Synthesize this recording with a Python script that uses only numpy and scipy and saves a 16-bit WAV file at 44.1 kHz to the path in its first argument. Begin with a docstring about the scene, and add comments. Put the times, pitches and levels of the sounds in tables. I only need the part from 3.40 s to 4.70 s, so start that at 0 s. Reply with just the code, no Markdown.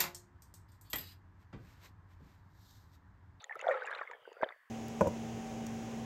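"""Under water, beside a camera in its case, air escapes in spurts while a swimmer rises.
Each bubble rings like a tiny bell as it breaks free: big ones gurgle, and a swarm of small ones
follows and thins out. Tiny ones tick and pop on the case. Water bumps and slaps the case,
hardest near the end. Behind it all are a low wash and a faint fizz that wanders down in pitch."""
import sys
import numpy as np
from scipy import signal
from scipy.fft import rfft, irfft
from scipy.io import wavfile
from scipy.ndimage import uniform_filter1d

SR = 44100
rng = np.random.default_rng(int(sys.argv[2]) if len(sys.argv) > 2 else 0)


def transcribe(u):
    """Save the signal u as a 16-bit wav file named by the first command-line argument.

    u: samples, shape (n,) or (channels, n), limited to [-1, 1]; the rate is SR.
    q: integer samples, one column per channel.
    """
    v = np.clip(np.atleast_2d(u).T, -1, 1)
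    q = np.round(v * 32767).astype(np.int16)
    wavfile.write(sys.argv[1], SR, q)


N = 57330

# how loud the swarm of large bubbles is over time: t/s, level/dB
GURGLE_LEVEL = [(0, -66.5), (.08, -67), (.2, -59), (.26, -43.5), (.32, -46), (.41, -58.5), (.52, -50.5),
                (.62, -55), (.68, -67.5), (.73, -55.5), (.79, -67.5), (.95, -67), (1.05, -50.5),
                (1.12, -62), (1.18, -93.5), (1.3, -86.5)]


def from_db(db):
    """Turn decibels into a number to multiply a sound by."""
    return 10 ** (np.asarray(db) / 20)


def rms_one(x):
    """Scale a sound so that its average strength (rms) is 1."""
    return x / np.sqrt(np.mean(x ** 2) + 1e-20)


def in_time(rows):
    """Join a table's points with straight lines, giving a value for every sample."""
    times, *columns = np.transpose(rows)
    return [np.interp(np.arange(N) / SR, times, column) for column in columns]


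def add(out, start_s, sound):
    """Mix a sound in at its start time."""
    i = int(np.clip(start_s * SR, 0, N - 1))
    out[i:i + len(sound)] += sound[:N - i]


def low_cut(x, hz, order):
    """Take away the bass below hz."""
    return signal.sosfilt(signal.butter(order, hz, "high", fs=SR, output="sos"), x + 1e-18)


def noise(spectrum):
    """Noise whose lows and highs follow a table of f/Hz, level/dB."""
    hz, db = np.transpose(spectrum)
    bins_hz = np.maximum(np.arange(N // 2 + 1) * SR / N, 1)
    gain = from_db(np.interp(np.log(bins_hz), np.log(hz), db))
    return rms_one(irfft(rfft(rng.standard_normal(N)) * gain, N))


def ring(hz, t60, swell_s):
    """A note that swells, climbs a little in pitch and fades by 60 dB in t60 seconds."""
    t = np.arange(int(1.5 * t60 * SR) + 2) / SR
    envelope = (1 - np.exp(-(t / swell_s) ** 2)) * np.exp(-np.log(1000) * t / t60)
    rise = 0.013 * t / t60   # the pitch gains 1.3 % every t60
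    return envelope / (envelope.max() + 1e-12) * np.sin(2 * np.pi * hz * t * (1 + .5 * rise))


def bubble(hz, t60):
    """A pocket of air rings, swelling for 3/4 of a cycle plus the time its neck takes to close."""
    return ring(hz, t60, swell_s=0.75 / hz + 0.00046)


def swarm(level, per_s, low_hz, high_hz, t60_at_1khz):
    """Many random bubbles of similar size; together their loudness follows the flow of air."""
    out = np.zeros(N)
    for when, pitch, strength, sign in rng.random((int(per_s * N / SR), 4)):
        hz = low_hz * (high_hz / low_hz) ** pitch
        t60 = t60_at_1khz * np.sqrt(1000 / hz)   # higher notes die sooner
        boost_db = min(-4 * np.log(1 - strength), 12)   # a few are much louder than the rest
        add(out, when * N / SR, from_db(boost_db) * np.sign(sign - .5) * bubble(hz, t60))
    power = uniform_filter1d(out ** 2, size=1500)
    evened_out = out / np.sqrt(np.abs(power) + 0.043 * power.mean())
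    return evened_out * from_db(in_time(level)[0])


def bubble_swarms():
    """Escaping air breaks into bubbles of four sizes: the smaller they are, the higher they ring."""
    # how loud the three smaller sizes are over time: t/s, level/dB
    medium_level = [(0, -66), (.08, -79), (.12, -56.5), (.18, -63.5), (.25, -49), (.32, -42.5),
                    (.39, -50.5), (.45, -50.5), (.51, -45.5), (.6, -50.5), (.65, -57), (.74, -60),
                    (.79, -70.5), (.95, -67), (1.04, -61), (1.11, -56.5), (1.16, -76), (1.3, -73)]
    small_level = [(0, -67), (.08, -79.5), (.16, -76), (.21, -61), (.25, -73), (.31, -62.5), (.39, -62),
                   (.47, -68), (.56, -59.5), (.65, -74), (.74, -78), (.79, -80), (1.0, -81), (1.05, -73),
                   (1.15, -85), (1.3, -101)]
    finest_level = [(0, -95), (.2, -86), (.3, -71.5), (.38, -83), (.57, -78.5), (.66, -87), (.8, -104)]
    return (swarm(GURGLE_LEVEL, per_s=590, low_hz=443, high_hz=994, t60_at_1khz=0.021)
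            + swarm(medium_level, per_s=2700, low_hz=1016, high_hz=2286, t60_at_1khz=0.021)
            + swarm(small_level, per_s=1400, low_hz=2240, high_hz=3825, t60_at_1khz=0.035)
            + swarm(finest_level, per_s=1000, low_hz=4050, high_hz=8300, t60_at_1khz=0.012))


def fizz():
    """Two narrow bands of faint hiss glide about; the lower one ends far below where it began."""
    # the middle pitch and loudness of each band: t/s, f/Hz, level/dB
    low_band = [(0, 3916, -57.5), (.06, 3420, -95), (.15, 2087, -69), (.45, 2645, -88.5),
                (.62, 3550, -77.5), (.76, 3233, -75), (.9, 2887, -68.5), (.99, 2410, -79.5),
                (1.08, 1900, -69.5), (1.19, 1780, -67), (1.3, 1700, -73.5)]
    high_band = [(0, 4400, -67), (.1, 3990, -96.5), (.4, 4540, -78), (.78, 4910, -104.5),
                 (.87, 4730, -84.5), (1.04, 4690, -81), (1.3, 4390, -99)]
    out, width_hz = np.zeros(N), 350
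    smooth = signal.butter(2, width_hz / 2, fs=SR, output="sos")
    for band in (low_band, high_band):
        hz, db = in_time(band)
        a, b = signal.sosfilt(smooth, rng.standard_normal((2, N)))
        phase = 2 * np.pi * np.cumsum(hz) / SR
        out += from_db(db) * rms_one(a * np.cos(phase) + b * np.sin(phase))   # lifts the noise to hz
    return out


def water_wash():
    """Water washes over the case in step with the gurgle, above a steady faint hiss."""
    # how strong each pitch is within the wash and within the hiss: f/Hz, level/dB
    wash_spectrum = [(25, -6.5), (60, -1), (130, 0), (220, -3), (400, 8), (800, -7.5), (3000, -56)]
    hiss_spectrum = [(25, 0.5), (100, -5.5), (300, -5.5), (600, 5.5), (1100, 14.5), (2000, 2.5), (3000, 9),
                     (4000, -4.5), (6000, -5), (10000, -5.5), (16000, -5)]
    wash = from_db(in_time(GURGLE_LEVEL)[0] - 26) * noise(wash_spectrum)
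    return wash + from_db(-78) * noise(hiss_spectrum)


def single_bubbles():
    """Some bubbles stand out as they pinch off; their shape wobbles, so their loudness wavers."""
    # one row per bubble: t/s, f/Hz, level/dB, t60/s
    notes = [(.005, 3530, -60.5, 0.11), (.014, 843, -54, 0.084), (0.0288, 1307, -52, 0.045),
             (0.0409, 1895, -42.5, 0.023), (0.0666, 816, -53, 0.026), (0.095, 1857, -37, 0.032),
             (0.097, 810, -47, 0.025), (0.1082, 837, -40, 0.021), (0.109, 1763, -38, 0.1),
             (0.1243, 2060, -36, 0.022), (0.1542, 1320, -37, 0.036), (.157, 436, -42, 0.027),
             (.166, 600, -40.5, 0.014), (.192, 2000, -40, 0.028), (0.192, 1315, -46.5, 0.065),
             (0.201, 2650, -43.5, 0.052), (.2125, 2110, -37, 0.0094), (.213, 2900, -44, 0.018),
             (.225, 573, -35.5, 0.02), (.2425, 1480, -34.5, 0.016), (.242, 553, -39, 0.16),
             (0.2676, 707, -22, 0.03), (0.281, 3420, -39, 0.017), (0.277, 1416, -39, 0.064),
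             (.2848, 645, -22, 0.054), (0.2857, 521.3, -25, 0.13), (.2935, 733, -29.5, 0.03),
             (.295, 1416, -30.5, 0.04), (.3085, 2353, -40.5, 0.029), (.306, 551, -25, 0.11),
             (0.3114, 1846, -27.5, 0.039), (.316, 2170, -37, 0.03), (.339, 842, -37.5, 0.067),
             (.332, 1443, -38.5, 0.039), (.341, 1336, -33.5, 0.054), (.366, 1259, -45, 0.27),
             (.348, 523, -31, 0.16), (0.371, 1680, -37.5, 0.028), (.373, 850, -39, 0.033),
             (.385, 517, -37.5, 0.17), (.412, 850, -44, .04), (0.42, 1517, -33, 0.035),
             (0.422, 499, -42, 0.098), (.4435, 798, -39.5, 0.035), (0.452, 2740, -43, 0.02),
             (0.474, 1670, -35, 0.032), (0.472, 2450, -42.5, 0.035), (.485, 1870, -37.5, 0.021),
             (0.496, 1180, -35, 0.0084), (0.5131, 1610, -33.5, 0.019), (.513, 4140, -54, 0.015),
             (0.5272, 1630, -33.5, 0.027), (.536, 3680, -50.5, .016), (0.55, 3970, -40.5, 0.01),
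             (0.548, 1415, -38.5, 0.026), (.5825, 4030, -54, 0.0096), (0.587, 2380, -43, 0.026),
             (0.591, 1468, -36, 0.023), (.6112, 634, -34, 0.0069), (0.6116, 1319, -36, 0.056),
             (0.6134, 1820, -36.5, 0.035), (0.617, 1130, -35, 0.025), (.628, 4520, -65, 0.02),
             (0.631, 1643, -39.5, 0.023), (.674, 2118, -40, 0.037), (0.698, 1230, -45, 0.036),
             (0.697, 480, -46, 0.022), (0.7121, 1910, -36.5, 0.0056), (0.7134, 950, -40.5, 0.031),
             (.733, 1742, -41.5, 0.042), (.7335, 2200, -50.5, 0.047), (.749, 580, -47.5, 0.011),
             (0.853, 1508, -49, 0.049), (0.875, 460, -39, 0.012), (0.8757, 890, -47.5, 0.008),
             (0.888, 490, -46, 0.0081), (.916, 448, -43.5, 0.019), (.917, 890, -50, .014),
             (.9665, 1405, -50.5, 0.073), (0.9667, 501, -44.5, 0.024), (1.006, 497, -36, 0.029),
             (1.013, 1582, -38.5, 0.11), (1.0228, 598, -30.5, 0.024), (1.024, 2070, -39.5, 0.015),
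             (1.0305, 605, -22.5, 0.043), (1.0316, 1480, -33.5, 0.038), (1.033, 2090, -32.5, 0.0071),
             (1.0362, 1720, -29, 0.016), (1.0411, 3500, -42, 0.0094), (1.043, 3120, -43.5, 0.02),
             (1.043, 598, -32, .02), (1.060, 498, -36.5, 0.021), (1.089, 3540, -46.5, 0.014),
             (1.089, 1630, -37.5, 0.006), (1.1061, 1180, -38, 0.0037), (1.1225, 2020, -42.5, 0.023),
             (1.16, 605, -60.5, 0.022)]
    wobble_hz, wobble_db = 85, 2.73
    out, max_samples = np.zeros(N), SR // 3
    smooth = signal.butter(4, wobble_hz, fs=SR, output="sos")
    for start_s, hz, db, t60 in notes:
        note = bubble(hz, t60)[:max_samples]
        wobble = rms_one(signal.sosfilt(smooth, rng.standard_normal(max_samples)))
        add(out, start_s, from_db(db + wobble_db * wobble[:len(note)]) * note)
    return out


def crack(low_hz, high_hz, decay_s, order):
    """A very short burst of noise between two pitches."""
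    t = np.arange(SR // 100) / SR
    band = signal.butter(order, [low_hz, high_hz], "band", fs=SR, output="sos")
    return signal.sosfilt(band, rng.standard_normal(len(t)) * np.exp(-t / decay_s))


def ticks():
    """Tiny bubbles hit the case, each with a bright crack and a very high ring."""
    # one row per tick: t/s, f/Hz, ring level/dB, crack level/dB
    hits = [(0.021, 6140, -56.5, -70), (.042, 6900, -40, -74), (0.042, 3610, -41.5, -59.5),
            (.148, 10000, -64, -66), (0.155, 12600, -61, -54), (0.1922, 6650, -54.5, -63),
            (.193, 4440, -52.5, -68), (0.202, 5960, -63, -66), (0.213, 6830, -44, -51.5),
            (0.292, 6900, -55, -65), (.316, 7850, -61, -73.5), (.436, 4970, -60, -57),
            (0.4582, 7460, -52, -57), (0.4664, 7100, -53, -47.5), (.509, 9230, -65.5, -56),
            (0.5528, 7200, -64.5, -58), (.7128, 7100, -58.5, -81), (0.719, 6660, -68, -82),
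            (0.9297, 6660, -60.5, -70), (1.0162, 6500, -78, -60)]
    out = np.zeros(N)
    for start_s, hz, ring_db, crack_db in hits:
        add(out, start_s, from_db(ring_db) * ring(hz, t60=0.0078, swell_s=0.00046))
        add(out, start_s, from_db(crack_db) * crack(3400, 9500, decay_s=0.0012, order=3))
    return out


def pops():
    """Small bubbles burst against the case with a dry snap."""
    # one row per burst: t/s, level/dB
    bursts = [(0.0431, -49), (0.1928, -51), (.2865, -46), (0.55, -38.5), (.7128, -42), (0.9279, -47),
              (1.024, -44), (1.0335, -38), (1.088, -49.5)]
    out = np.zeros(N)
    for start_s, db in bursts:
        add(out, start_s, from_db(db) * crack(910, 3680, decay_s=0.0026, order=4))
    return out


def bumps():
    """Moving water nudges the case with faint, dull knocks."""
    # one row per knock: t/s, level/dB
    nudges = [(0.167, -72), (0.276, -70.5), (0.448, -79.5), (0.815, -76)]
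    out = np.zeros(N)
    for start_s, db in nudges:
        add(out, start_s, from_db(db) * ring(hz=130, t60=0.058, swell_s=0.0029))
    return out


def slaps():
    """Water slaps the case with short knocks; the hardest also shakes it into a low thud."""
    # one row per slap: t/s, f/Hz, level/dB
    hits = [(0.2859, 1100, -31.5), (1.0243, 1088, -36), (1.031, 937, -19)]
    # the low notes of the shaken case: f/Hz, relative level/dB, t60/s
    case_notes = [(128, -15, 0.044), (270, -3.5, 0.038), (362, 0, 0.042)]
    thud_start_s, thud_db, swell_s = 1.030, -37.5, 0.00038
    out = np.zeros(N)
    for start_s, hz, db in hits:
        add(out, start_s, from_db(db) * ring(hz, t60=0.012, swell_s=swell_s))
    for hz, db, t60 in case_notes:
        add(out, thud_start_s, from_db(thud_db + db) * ring(hz, t60, swell_s))
    return out


def scene():
    """All the sounds meet at one microphone; little bass from the bubbles and slaps reaches it."""
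    air = low_cut(bubble_swarms() + single_bubbles(), hz=385, order=4)
    knocks = bumps() + low_cut(slaps(), hz=110, order=2)
    return (air + knocks + ticks() + pops() + fizz() + water_wash())[None]


def record(dry):
    """Cut away the highest treble, above 15700 Hz."""
    return signal.sosfilt(signal.ellip(10, .1, 70, 15700, fs=SR, output="sos"), dry)


dry = scene()
out = record(dry)
transcribe(out)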